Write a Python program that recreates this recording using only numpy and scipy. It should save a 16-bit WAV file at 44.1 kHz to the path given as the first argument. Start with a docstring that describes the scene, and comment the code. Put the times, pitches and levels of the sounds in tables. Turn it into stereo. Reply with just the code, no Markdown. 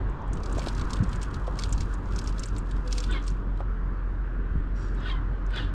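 """From the start a far engine throbs near 44 Hz, by beating tones, under a wash of water and traffic: shaped
noise. A reel is cranked close by for three seconds: parts strike, rebound and ring body modes, amid dense ticks
and knocks. A gust of low noise passes, a faint hoot sounds twice and a rod swishes: fluttering noise with
vortex whistles. The stereo image then widens; a gust thumps low, then a thin high hiss. Two more swishes close
the scene, the last among a few clicks."""
import sys
import numpy as np
from scipy import signal
from scipy.fft import rfft, irfft, next_fast_len
from scipy.io import wavfile
from scipy.ndimage import uniform_filter1d

SR = 44100
rng = np.random.default_rng(int(sys.argv[2]) if len(sys.argv) > 2 else 0)


def invert_db(x):
    """Field ratio 10**(x/20) for x, a level in decibels (scalar or array-like)."""
    u = np.asarray(x, float) / 20
    return 10 ** u


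def master(y):
    """Save y as 16-bit WAV."""
    cut = np.clip(np.atleast_2d(y).T, -1, 1)
    pcm = np.round(cut * 32767)  # scale
    wavfile.write(sys.argv[1], SR, pcm.astype(np.int16))


N = 253123
T = np.arange(N) / SR

# Firing pitch of the engine. Each row: time in seconds, pitch in Hz.
FIRING_HZ = [(0, 45.03), (1.85, 45.03), (2.4, 44.45), (3.2, 44.35), (3.7, 44.0), (4.2, 43.95), (4.7, 44.23),
             (5.74, 44.23)]
# Upper orders of the engine. Each row: multiple of the firing pitch, rms in dB over the firing tone's peak.
ENGINE_ORDERS = [(2, -21.5), (6.5, -29)]
# Loudness of the firing tone. Each row: time in seconds, rms in dB.
FIRING_LEVEL = [(0, -33.5), (.55, -29.5), (1.3, -33.5), (2, -30), (3, -26.5), (4.2, -27.5), (5, -26.5),
                (5.74, -27.5)]
# Fainter tones that beat with it. Each row: pitch at start in Hz, pitch at end in Hz, first dip in seconds.
BEATING_TONES = [(40.46, 40.46, .17), (49.3, 49.76, .204)]
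# Loudness of those tones, one curve for each. Each row of a curve: time in seconds, rms in dB.
BEATING_LEVELS = [
    [(0, -42), (1.2, -36.5), (1.8, -56), (3.6, -46), (5.74, -43)],
    [(0, -33), (1, -35.5), (2.2, -38), (4.3, -42), (5.74, -38)],
]
# Spectrum of the wash. Each row: frequency in Hz, relative density in dB per Hz.
WASH_SPECTRUM = [(38, -10), (64, -1.5), (92, -10.5), (252, -19), (380, -22), (614, -32.5), (807, -35.5),
                 (1010, -32), (1560, -36), (2110, -47), (3250, -52.5), (8100, -73.5), (9940, -99)]
# Drift of the wash. Each row: time in seconds, relative level in dB, centre of the tyre-roar hump in Hz.
WASH_DRIFT = [(0, 9.5, 950), (0.503, 10, 1094), (1, 10, 1354), (1.7, 7, 1107), (2.499, 6, 1410),
              (3.499, 5.5, 1235), (4.498, 5, 1605), (5.74, 8, 1490)]
# Side part of the wash before the stereo image widens. Each row: frequency in Hz, side over mid in dB.
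WASH_SIDE_RATIO = [(60, -36), (180, -61), (550, -22.5), (1650, -20.5), (4970, -12.5), (15000, 1)]
# Opening of the stereo width. Each row: time in seconds, gain of the side part in dB.
SIDE_OPENING = [(3.25, -54), (3.5, -3.5), (4, 8.5)]
# Wind gusts on the ports. Each row: centre in seconds, rms at the centre in dB, time to 1/e in seconds.
WIND_GUSTS = [(1.76, -26, 0.11), (4.571, -25.5, 0.043)]
# Fine rattle of gears and line while the handle turns. Each row: time in seconds, level in dB.
RATTLE_LEVEL = [(0, -78.5), (.3, -80), (.5, -59.5), (.65, -52.5), (.85, -63.5), (.95, -57), (1.05, -60.5),
                (1.5, -63), (1.85, -58.5), (2, -66), (2.25, -59), (2.65, -66.5), (3.1, -64), (3.32, -67.5),
                (3.4, -73), (3.8, -120)]
# Spectrum of the fine rattle. Each row: frequency in Hz, relative density in dB per Hz.
RATTLE_SPECTRUM = [(1500, -38), (2500, -5), (4600, -8), (8500, -14), (11000, -14), (15500, -25)]
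# Larger reel clicks. Each row: start of the blow in seconds, peak in dB before the high-pass, centre in Hz.
REEL_CLICKS = [(0.097, -52, 7000), (0.217, -53, 5830), (0.279, -53, 7500), (0.332, -31.5, 6660),
               (0.354, -46, 8200), (0.371, -39, 3250), (0.434, -33.5, 4600), (0.459, -33, 4400),
                (0.501, -48, 5500), (0.526, -35.5, 7300), (0.583, -32, 6650), (0.593, -27.5, 4000),
               (0.618, -32, 3000), (0.6623, -32, 3790), (0.6842, -27, 3950), (0.7496, -35, 4400),
               (0.779, -37, 4440),  (0.7954, -32.5, 3800), (0.813, -31.5, 3900),  (0.852, -43, 4670),
               (0.9057, -31, 5040), (0.9329, -23.5, 4100), (0.9684, -35, 3200), (1.0357, -36, 4600),
               (1.0914, -43.5, 7300), (1.1305, -32.5, 3200), (1.158, -38, 6740), (1.216, -31.5, 4630),
               (1.229, -29.5, 6400), (1.343, -34.5, 3770),  (1.4702, -39, 3260),  (1.556, -43, 2880),
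               (1.5895, -23, 4630), (1.595, -25, 4350), (1.622, -28.5, 4000), (1.636, -17.5, 3940),
                (1.692, -39, 7150), (1.726, -24.5, 6800), (1.731, -35.5, 5950), (1.7782, -35.5, 4400),
               (1.807, -23, 4900), (1.8175, -32.5, 3850), (1.9386, -39, 6700), (2.122, -39, 3060),
               (2.161, -31, 5800), (2.167, -46, 3500), (2.189, -26, 5200), (2.215, -43, 3500),
               (2.2407, -37, 6650), (2.274, -25, 5000), (2.28, -37, 5450), (2.3255, -41, 4570),
               (2.382, -34.5, 3900), (2.394, -27.5, 6400), (2.435, -25.5, 4580), (2.4572, -32, 7600),
               (2.485, -36.5, 5600),  (2.564, -33, 3680), (2.583, -32, 7640), (2.7115, -37, 3420),
               (2.7651, -44, 3080), (2.876, -32.5, 3670), (2.9266, -18.5, 5400), (2.981, -23, 4400),
               (3.003, -26, 4800), (3.039, -27.5, 4150), (3.055, -45, 3800), (3.111, -37.5, 7150),
               (3.125, -41, 7660), (3.226, -43.5, 6200), (3.239, -42, 6200), (3.269, -41, 7500),
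               (3.279, -28.5, 4300), (3.292, -41, 4260), (3.301, -39, 5960), (3.574, -46, 3270),
                (4.948, -52, 7460), (5.003, -49, 4300), (5.121, -47, 4340), (5.464, -46, 5470),
               (5.505, -40, 1710), (5.56, -37, 3410)]
# Modes of the reel body. Each row: frequency in Hz, relative level in dB, decay by 60 dB in seconds.
REEL_MODES = [(2300, 7, 0.04), (2700, 7, 0.0085), (3300, 8, 0.012), (4000, 2, 0.017), (4730, 6, 0.012),
              (5500, 0, 0.024), (6600, 13.5, 0.0043), (7450, 8, 0.021), (8430, 7, 0.024)]
# Dull knocks through rod and clothing; the rows near 4.5 s are low thumps of the gust on the ports. # Each row:
# start in seconds, relative level in dB, pitch in Hz, decay by 60 dB in seconds.
KNOCKS_AND_THUMPS = [(0.57, -29, 365, 0.054), (0.582, -29.5, 580, 0.045), (0.6707, -15.5, 370, 0.014),
                     (1.002, -17, 100, 0.13), (1.023, -24, 185, 0.11), (1.478, -30.5, 502, 0.06),
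                     (3.604, -32, 533, 0.069), (4.508, -24, 58.6, 0.11), (4.554, -22.5, 150, 0.033),
                     (4.571, -24, 67.5, 0.072)]
# Faint far hoots. Each row: centre in seconds, tone peak in dB, time to 1/e in seconds.
FAR_HOOTS = [(2.88, -40.5, 0.03), (2.99, -42.5, 0.03)]
# Rod swishes. Each row: pip in seconds, fastest moment in seconds, level there in dB, swell in dB per second,
# shedding pitch at the top in Hz, pitch at rest in Hz, fade in dB per second, whistle lingering in seconds.
ROD_SWISHES = [(3.099, 3.144, -42.5, 277, 1129, 1043, 275, 0.019),
               (5.061, 5.086, -42.5, 217, 1227, 1020, 239, 0.065),
               (5.541, 5.574, -37.5, 479, 1770, 1385, 219, 0.02)]
# Spectrum of the rushing air. Each row: frequency in Hz, relative density in dB per Hz.
RUSH_SPECTRUM = [(1000, 2.5), (1700, 9.5), (2260, -11), (2400, -3.5), (3490, 3.5), (5520, -15),
                 (12000, -28.5), (15600, -75.5)]
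# Partials of the whistle. Each row: multiple of the shedding pitch, relative level in dB.
WHISTLE_PARTIALS = [(1, 1), (2, 2.5), (3, 3)]
# Faint high hiss, perhaps line through the guides. Each row: time in seconds, relative level in dB.
HISS_LEVEL = [(4.7, -125), (4.748, -78), (4.762, -64.5), (4.845, -60), (4.875, -63), (4.91, -69), (5, -70),
              (5.1, -125)]
# Spectrum of that hiss. Each row: frequency in Hz, relative density in dB per Hz.
HISS_SPECTRUM = [(3800, -10.5), (4600, -13), (5600, -12), (7200, -17), (9000, -22.5), (12000, -51)]
# Thin sinking bands in it. Each row: frequency at first in Hz, relative level in dB.
HISS_BANDS = [(4800, -4), (5650, -2), (7100, -9), (7900, -13)]
# Treble loss of the sealed microphone ports. Each row: frequency in Hz, gain in dB.
PORT_RESPONSE = [(8500, -1), (10000, -7), (16000, -16.5)]


def evened(x):
    """Normalisation of power: scales to rms 1."""
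    return x / np.sqrt(np.mean(x ** 2) + 1e-20)


def read(points, hz):
    """Interpolation of a spectrum on a logarithmic frequency axis."""
    f, value = np.transpose(points)
    return np.interp(np.log(hz + 1), np.log(f + 1), value)


def level(rows):
    """Amplitude envelope: gain interpolated along a curve of seconds and dB."""
    return invert_db(np.interp(T, *np.transpose(rows)))


def uneven(noise, size, db):
    """Random amplitude modulation: a gain from noise averaged over size samples, wandering by db rms."""
    return invert_db(db * evened(uniform_filter1d(noise, size=size)))


def bump(rows):
    """Superposition of Gaussian envelopes, each row giving centre, level and time to 1/e."""
    return sum(invert_db(db) * np.exp(-((T - s) / half) ** 2) for s, db, half in rows)


def add(mix, s, sound):
    """Superposition: mixes a sound in at s seconds."""
    part = mix[max(round(s * SR), 0):][:len(sound)]
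    part += sound[:len(part)]


def coloured(x, points):
    """Linear filtering in the frequency domain by a spectrum, then rms 1."""
    size = next_fast_len(len(x))
    gain = invert_db(read(points, np.fft.rfftfreq(size, 1 / SR)))
    return evened(irfft(rfft(x, size) * gain, size)[:len(x)])


def resonate(x, hz, width_hz):
    """Heterodyne resonator: shifts the curve hz down to zero, smooths, and shifts back."""
    turn = np.exp(2j * np.pi * np.cumsum(hz * np.ones(len(x))) / SR)
    r = np.exp(-np.pi * width_hz / SR)
    return 2 * (turn * signal.lfilter([1 - r], [1, -r], x / turn)).real


def resonate_twice(x, hz, width_hz):
    """Cascaded resonance: two equal resonators in series give steeper skirts."""
    return resonate(resonate(x, hz, width_hz), hz, width_hz)


def engine():
    """Beating: two close tones interfere with the firing tone and make it throb."""
    hz = np.interp(T, *np.transpose(FIRING_HZ))
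    turns = np.cumsum(hz) / SR
    tone = np.cos(2 * np.pi * turns)
    for k, db in ENGINE_ORDERS:  # the upper orders arrive smeared by the air
        tone += invert_db(db) * evened(resonate(rng.standard_normal(N), k * hz, 2.2))
    out = level(FIRING_LEVEL) * tone
    for (start_hz, end_hz, dip_s), rows in zip(BEATING_TONES, BEATING_LEVELS):
        ahead = np.cumsum(np.linspace(start_hz, end_hz, N)) / SR - turns
        # opposite in phase to the firing tone at dip_s
        phase = turns + ahead - np.interp(dip_s, T, ahead)
        out -= level(rows) * np.cos(2 * np.pi * phase)
    return np.sqrt(2) * out


def wash():
    """Random-phase spectral synthesis: mid and side of patchy noise with a slowly moving hump."""
    mid_rms_db, patchy_db = -33, 1.5
    hump_db, hump_width = 7.0, 0.53  # width in natural-log frequency
    frames, hz = N // 256 + 5, np.fft.rfftfreq(1024, 1 / SR)
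    a, b, c, d, patches = rng.standard_normal((frames, 513, 5)).T
    patches = uniform_filter1d(patches, size=10, axis=0)
    patches = evened(uniform_filter1d(patches, size=14, axis=1))
    s, db, centre = np.transpose(WASH_DRIFT)
    t = np.arange(frames) * 256 / SR
    distance = np.log((hz[:, None] + 1) / np.interp(t, s, centre))
    hump = hump_db * np.exp(-(distance / hump_width) ** 2)
    side_gain = invert_db(read(WASH_SIDE_RATIO, hz))[:, None]
    z = np.array([a + 1j * b, (c + 1j * d) * side_gain])
    z *= invert_db(read(WASH_SPECTRUM, hz)[:, None] + hump + patchy_db * patches + np.interp(t, s, db))
    mid, side = signal.istft(z, nperseg=1024, noverlap=768)[1][:, :N]
    return invert_db(mid_rms_db) * np.array([mid, side]) / np.std(mid)


def wind():
    """Turbulent pressure noise: lumpy low noise as a light breeze and a few gusts."""
    breeze_db = -65
    lumps = uneven(rng.standard_normal(N), 900, 1.5)
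    spectrum = [(15, -3.0), (60, 2.5), (200, -12.0), (400, -28.5), (900, -73.5)]  # (Hz, dB per Hz)
    return (invert_db(breeze_db) + bump(WIND_GUSTS)) * coloured(lumps * rng.standard_normal(N), spectrum)


def rattle(blows):
    """Random impulse train: dense ticks of uneven size, smeared, coloured by body modes, thicker near blows."""
    ticks_per_s, uneven_db, smear_s = 400, 3.5, 0.0027
    shake_db = -12.0
    sizes = invert_db(uneven_db * np.minimum(rng.exponential(1, N), 4))
    ticks = sizes * (rng.random(N) < ticks_per_s / SR)
    smear = np.sqrt(signal.lfilter([1], [1, -np.exp(-1 / (smear_s * SR))], ticks ** 2) + 0.35)
    shaken = np.sqrt(abs(uniform_filter1d(uniform_filter1d(blows ** 2, size=1500), size=1500)))
    grit = coloured(smear * rng.standard_normal(N), RATTLE_SPECTRUM)
    body = evened(sum(resonate(grit, hz, 2 / t60 + 200) for hz, _, t60 in REEL_MODES))
    return (level(RATTLE_LEVEL) + invert_db(shake_db) * shaken) * evened(grit + body)


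def rattle_treble(spectrum):
    """Stationary noise under an envelope: smooth treble that follows the rattle level."""
    return level(RATTLE_LEVEL) * coloured(rng.standard_normal(N), spectrum)


def strays():
    """Random point process: rows like the larger clicks, densest where the rattle is strong."""
    count, top_db, spread_db = 36, -44, 10
    when, size, colour = rng.random((count, 3)).T
    share = np.cumsum(level(RATTLE_LEVEL) ** 1.1)
    seconds = np.interp(when, share / share[-1], T)
    return list(zip(seconds, top_db - spread_db * size, 3100 * 2.0 ** colour))


def clicks():
    """Impact excitation of modes: a loose part scrapes in, strikes and rebounds twice, cracking and ringing."""
    ring_db, scuff_db, bounce_db = -3.5, -10.0, -9.0
    spread, crack_width_hz = 0.21, 2600  # spread in natural-log frequency
    lead_s, scuff_s = 0.001, 0.0051
    contact_s = .0004  # metal on metal touches briefly
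    t, out = np.arange(-900, 2500) / SR, np.zeros(N)
    ring_t = t - t[0]
    modes_hz, db, t60 = (c[:, None] for c in np.transpose(REEL_MODES))
    for s, peak_db, centre_hz in REEL_CLICKS + strays():
        luck, noise = rng.random((3, len(REEL_MODES), 1)), rng.standard_normal(len(t))
        hz = modes_hz * (1 + 0.046 * (luck[2] - .5))  # the grip detunes the body a little
        near = np.exp(-(np.log(hz / centre_hz) / spread) ** 2) + 0.22
        near *= invert_db(-10 * luck[0])  # each blow lands on another spot
        ring = (near * invert_db(db - 60 * ring_t / t60) * np.sin(2 * np.pi * hz * ring_t)).sum(0)
        first, second = luck[1, 0], luck[1, 1]
        delays = np.array([0 * first, 0.0022 + 0.0033 * first, 0.0024 + 0.0036 * second])
        late = t - .001 - delays
        contacts = np.exp(np.minimum(-late, 4 * late) / contact_s)
        strikes = np.sign(noise) * (invert_db(bounce_db * np.arange(3))[:, None] * contacts).sum(0)
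        scuff = noise * invert_db(scuff_db) * np.exp(np.where(t > 0, -t / scuff_s, t / lead_s))
        crack = resonate_twice(strikes + scuff, centre_hz, crack_width_hz)
        # small parts give no low crack
        high_pass = signal.butter(3, .7 * centre_hz, "high", fs=SR, output="sos")
        crack = signal.sosfilt(high_pass, crack)
        rung = signal.fftconvolve(strikes, ring)[:len(t)]
        hit = crack / abs(crack).max() + invert_db(ring_db) * rung / abs(rung).max()
        add(out, s + t[0], invert_db(peak_db) * hit / abs(hit).max())
    return signal.sosfilt(signal.butter(2, 1100, "high", fs=SR, output="sos"), out)


def knocks():
    """Damped oscillation: soft-edged tones sag in pitch, with a broad puff that grows in the higher knocks."""
    sag, sag_s, puff_db, woody_hz = 0.3, 0.016, -9.0, 170
    t, out = np.arange(6000) / SR, np.zeros(N)
    for s, level_db, hz, t60 in KNOCKS_AND_THUMPS:
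        woody = max(hz / woody_hz, 1)
        turns = hz * t * (1 + sag / woody * np.exp(-t / sag_s))
        puff = evened(resonate_twice(rng.standard_normal(len(t)), hz, 1.07 * hz))
        body = 2 * np.sin(2 * np.pi * turns) / np.sqrt(woody) + invert_db(puff_db) * woody * puff
        onset = (1 - np.exp(-t * hz * 6.9)) ** 2
        add(out, s, invert_db(level_db - 60 * t / t60) * onset * body)
    return out


def hoot():
    """Tone with narrow-band noise at the same pitch, under Gaussian envelopes."""
    hz = 500
    breath = evened(resonate(rng.standard_normal(N), hz, 40))
    return bump(FAR_HOOTS) * (np.sin(2 * np.pi * hz * T) + .4 * breath)


def swishes():
    """Vortex shedding: fluttering air, thin streaks from guides and line, and broken whistles that settle."""
    width_hz, flutter_db, broken_db = 100, 2.2, 3.0
    whistle_db, streak_db = -6.5, -1.5
    dull_db_per_hz, droop_per_s = .07, .4
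    round_s, settle_s = .025, 0.022
    linger_db_per_s = 105  # the whistle lingers against the rush
    pip_hz, pip_db, pip_s = 1490, -35, .013  # a short pure pip opens each stroke; rms at its top
    t, out = np.arange(-.2, .2, 1 / SR), np.zeros(N)
    for start_s, top_s, top_db, swell_db_per_s, top_hz, rest_hz, fade_db_per_s, linger_s in ROD_SWISHES:
        slope = np.where(t < 0, swell_db_per_s, fade_db_per_s)
        db = top_db - slope * (np.hypot(t, round_s) - round_s)
        # the pitch glides from the pip to the top, then falls to rest as the tip slows
        hz = np.interp(t, [start_s - top_s + pip_s, 0], [pip_hz, top_hz])
        hz = hz - (top_hz - rest_hz) * (1 - np.exp(-np.maximum(t, 0) / settle_s))
        air = rng.standard_normal((16, len(t)))
        flutter = uneven(air[2], 200, flutter_db)
        broken = [uneven(row, 500, broken_db) for row in air[3:]]

        def thin(f):
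            """Narrow-band noise at the frequency f."""
            return evened(resonate_twice(air[0], f, width_hz))

        since_pip = t + top_s - start_s
        tilt = np.minimum(t, linger_s) - 2 * np.maximum(t - linger_s, 0)
        after_pip = np.clip(since_pip / pip_s - 1, 0, 1) * invert_db(linger_db_per_s * tilt)
        whistle = 0
        for (k, partial_db), gain in zip(WHISTLE_PARTIALS, broken):
            # the upper overtone comes in as the pitch falls
            dull_db = dull_db_per_hz * (k > 2) * np.maximum(hz - 1250, 0)
            tone = .8 * thin(k * hz) + 0.6 * np.sin(2 * np.pi * k * np.cumsum(hz) / SR)
            whistle = whistle + gain * invert_db(partial_db - dull_db) * tone
        streak_hz = np.geomspace(1800, 4800, num=10) * rng.uniform(1.0, 1.05, size=10)
        streaks = evened(sum(gain * invert_db(read(RUSH_SPECTRUM, f)) * thin(f * (1 - droop_per_s * t))
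                             for f, gain in zip(streak_hz, broken[3:])))
        rush = flutter * coloured(air[1], RUSH_SPECTRUM) + invert_db(streak_db) * streaks
        pip_width = np.where(since_pip < 0, pip_s / 3, pip_s)
        pip = np.exp(-(since_pip / pip_width) ** 2) * np.sin(2 * np.pi * pip_hz * t)
        stroke = invert_db(db) * (rush + invert_db(whistle_db) * after_pip * whistle)
        add(out, top_s + t[0], stroke + invert_db(pip_db) * np.sqrt(2) * pip)
    return out


def line_hiss():
    """Band-filtered noise: a faint uneven high hiss with thin bands that sink in pitch."""
    sag_per_s, bands_db, broad_db = .15, -4, 3.0
    noise = rng.standard_normal(N)
    sink = 1 - sag_per_s * np.clip(T - HISS_LEVEL[1][0], 0, .2)
    bands = sum(invert_db(db) * evened(resonate_twice(noise, hz * sink, 500)) for hz, db in HISS_BANDS)
    broad = coloured(noise, HISS_SPECTRUM)
    gain = level(HISS_LEVEL) * uneven(rng.standard_normal(N), 500, 1.5)
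    return gain * (invert_db(broad_db) * broad + invert_db(bands_db) * bands)


def scene():
    """Mid-side superposition: near sounds mostly central; wash, rod, wind and reel treble have a side part."""
    mid, side = wash()
    blows, rod = clicks(), swishes() + line_hiss()
    mid += engine() + wind() + blows + rattle(blows) + knocks() + hoot() + rod
    # the rod is off to the right: right leads by a few samples, so its side part is a slope
    side = level(SIDE_OPENING) * (side + invert_db(-2.5) * wind() - invert_db(-8) * np.gradient(rod))
    # the ports hear the finest treble of the blows unalike
    side += invert_db(-24) * np.gradient(np.roll(blows, 40))
    # the topmost hiss of the rattle is wide; spectra in (Hz, dB per Hz)
    side += invert_db(-4) * rattle_treble([(9500, -48.0), (11500, 0.5), (15000, -3)])
    # smooth top of the whirr
    mid += invert_db(-12.5) * rattle_treble([(7000, -37.0), (10000, -8.0), (15000, -1.0), (15800, -72.0)])
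    return np.array([mid + side, mid - side])


def roll_off(x):
    """The treble ends steeply here."""
    return signal.sosfilt(signal.butter(12, 15800, fs=SR, output="sos"), x)


def record(dry):
    """Linear-phase filtering: the treble loss of the sealed ports, then a short fade-in."""
    hz = np.linspace(0, SR / 2, num=257)
    taps = signal.firwin2(255, hz, invert_db(read(PORT_RESPONSE, hz)), fs=SR)
    padded = np.pad(dry, ((0, 0), (127, 127)), "reflect")
    heard = signal.oaconvolve(padded, taps[None], "valid")
    heard = heard * np.minimum(T / .003, 1)  # the sound opens without a click
    return roll_off(heard)


dry = scene()
out = record(dry)
master(out)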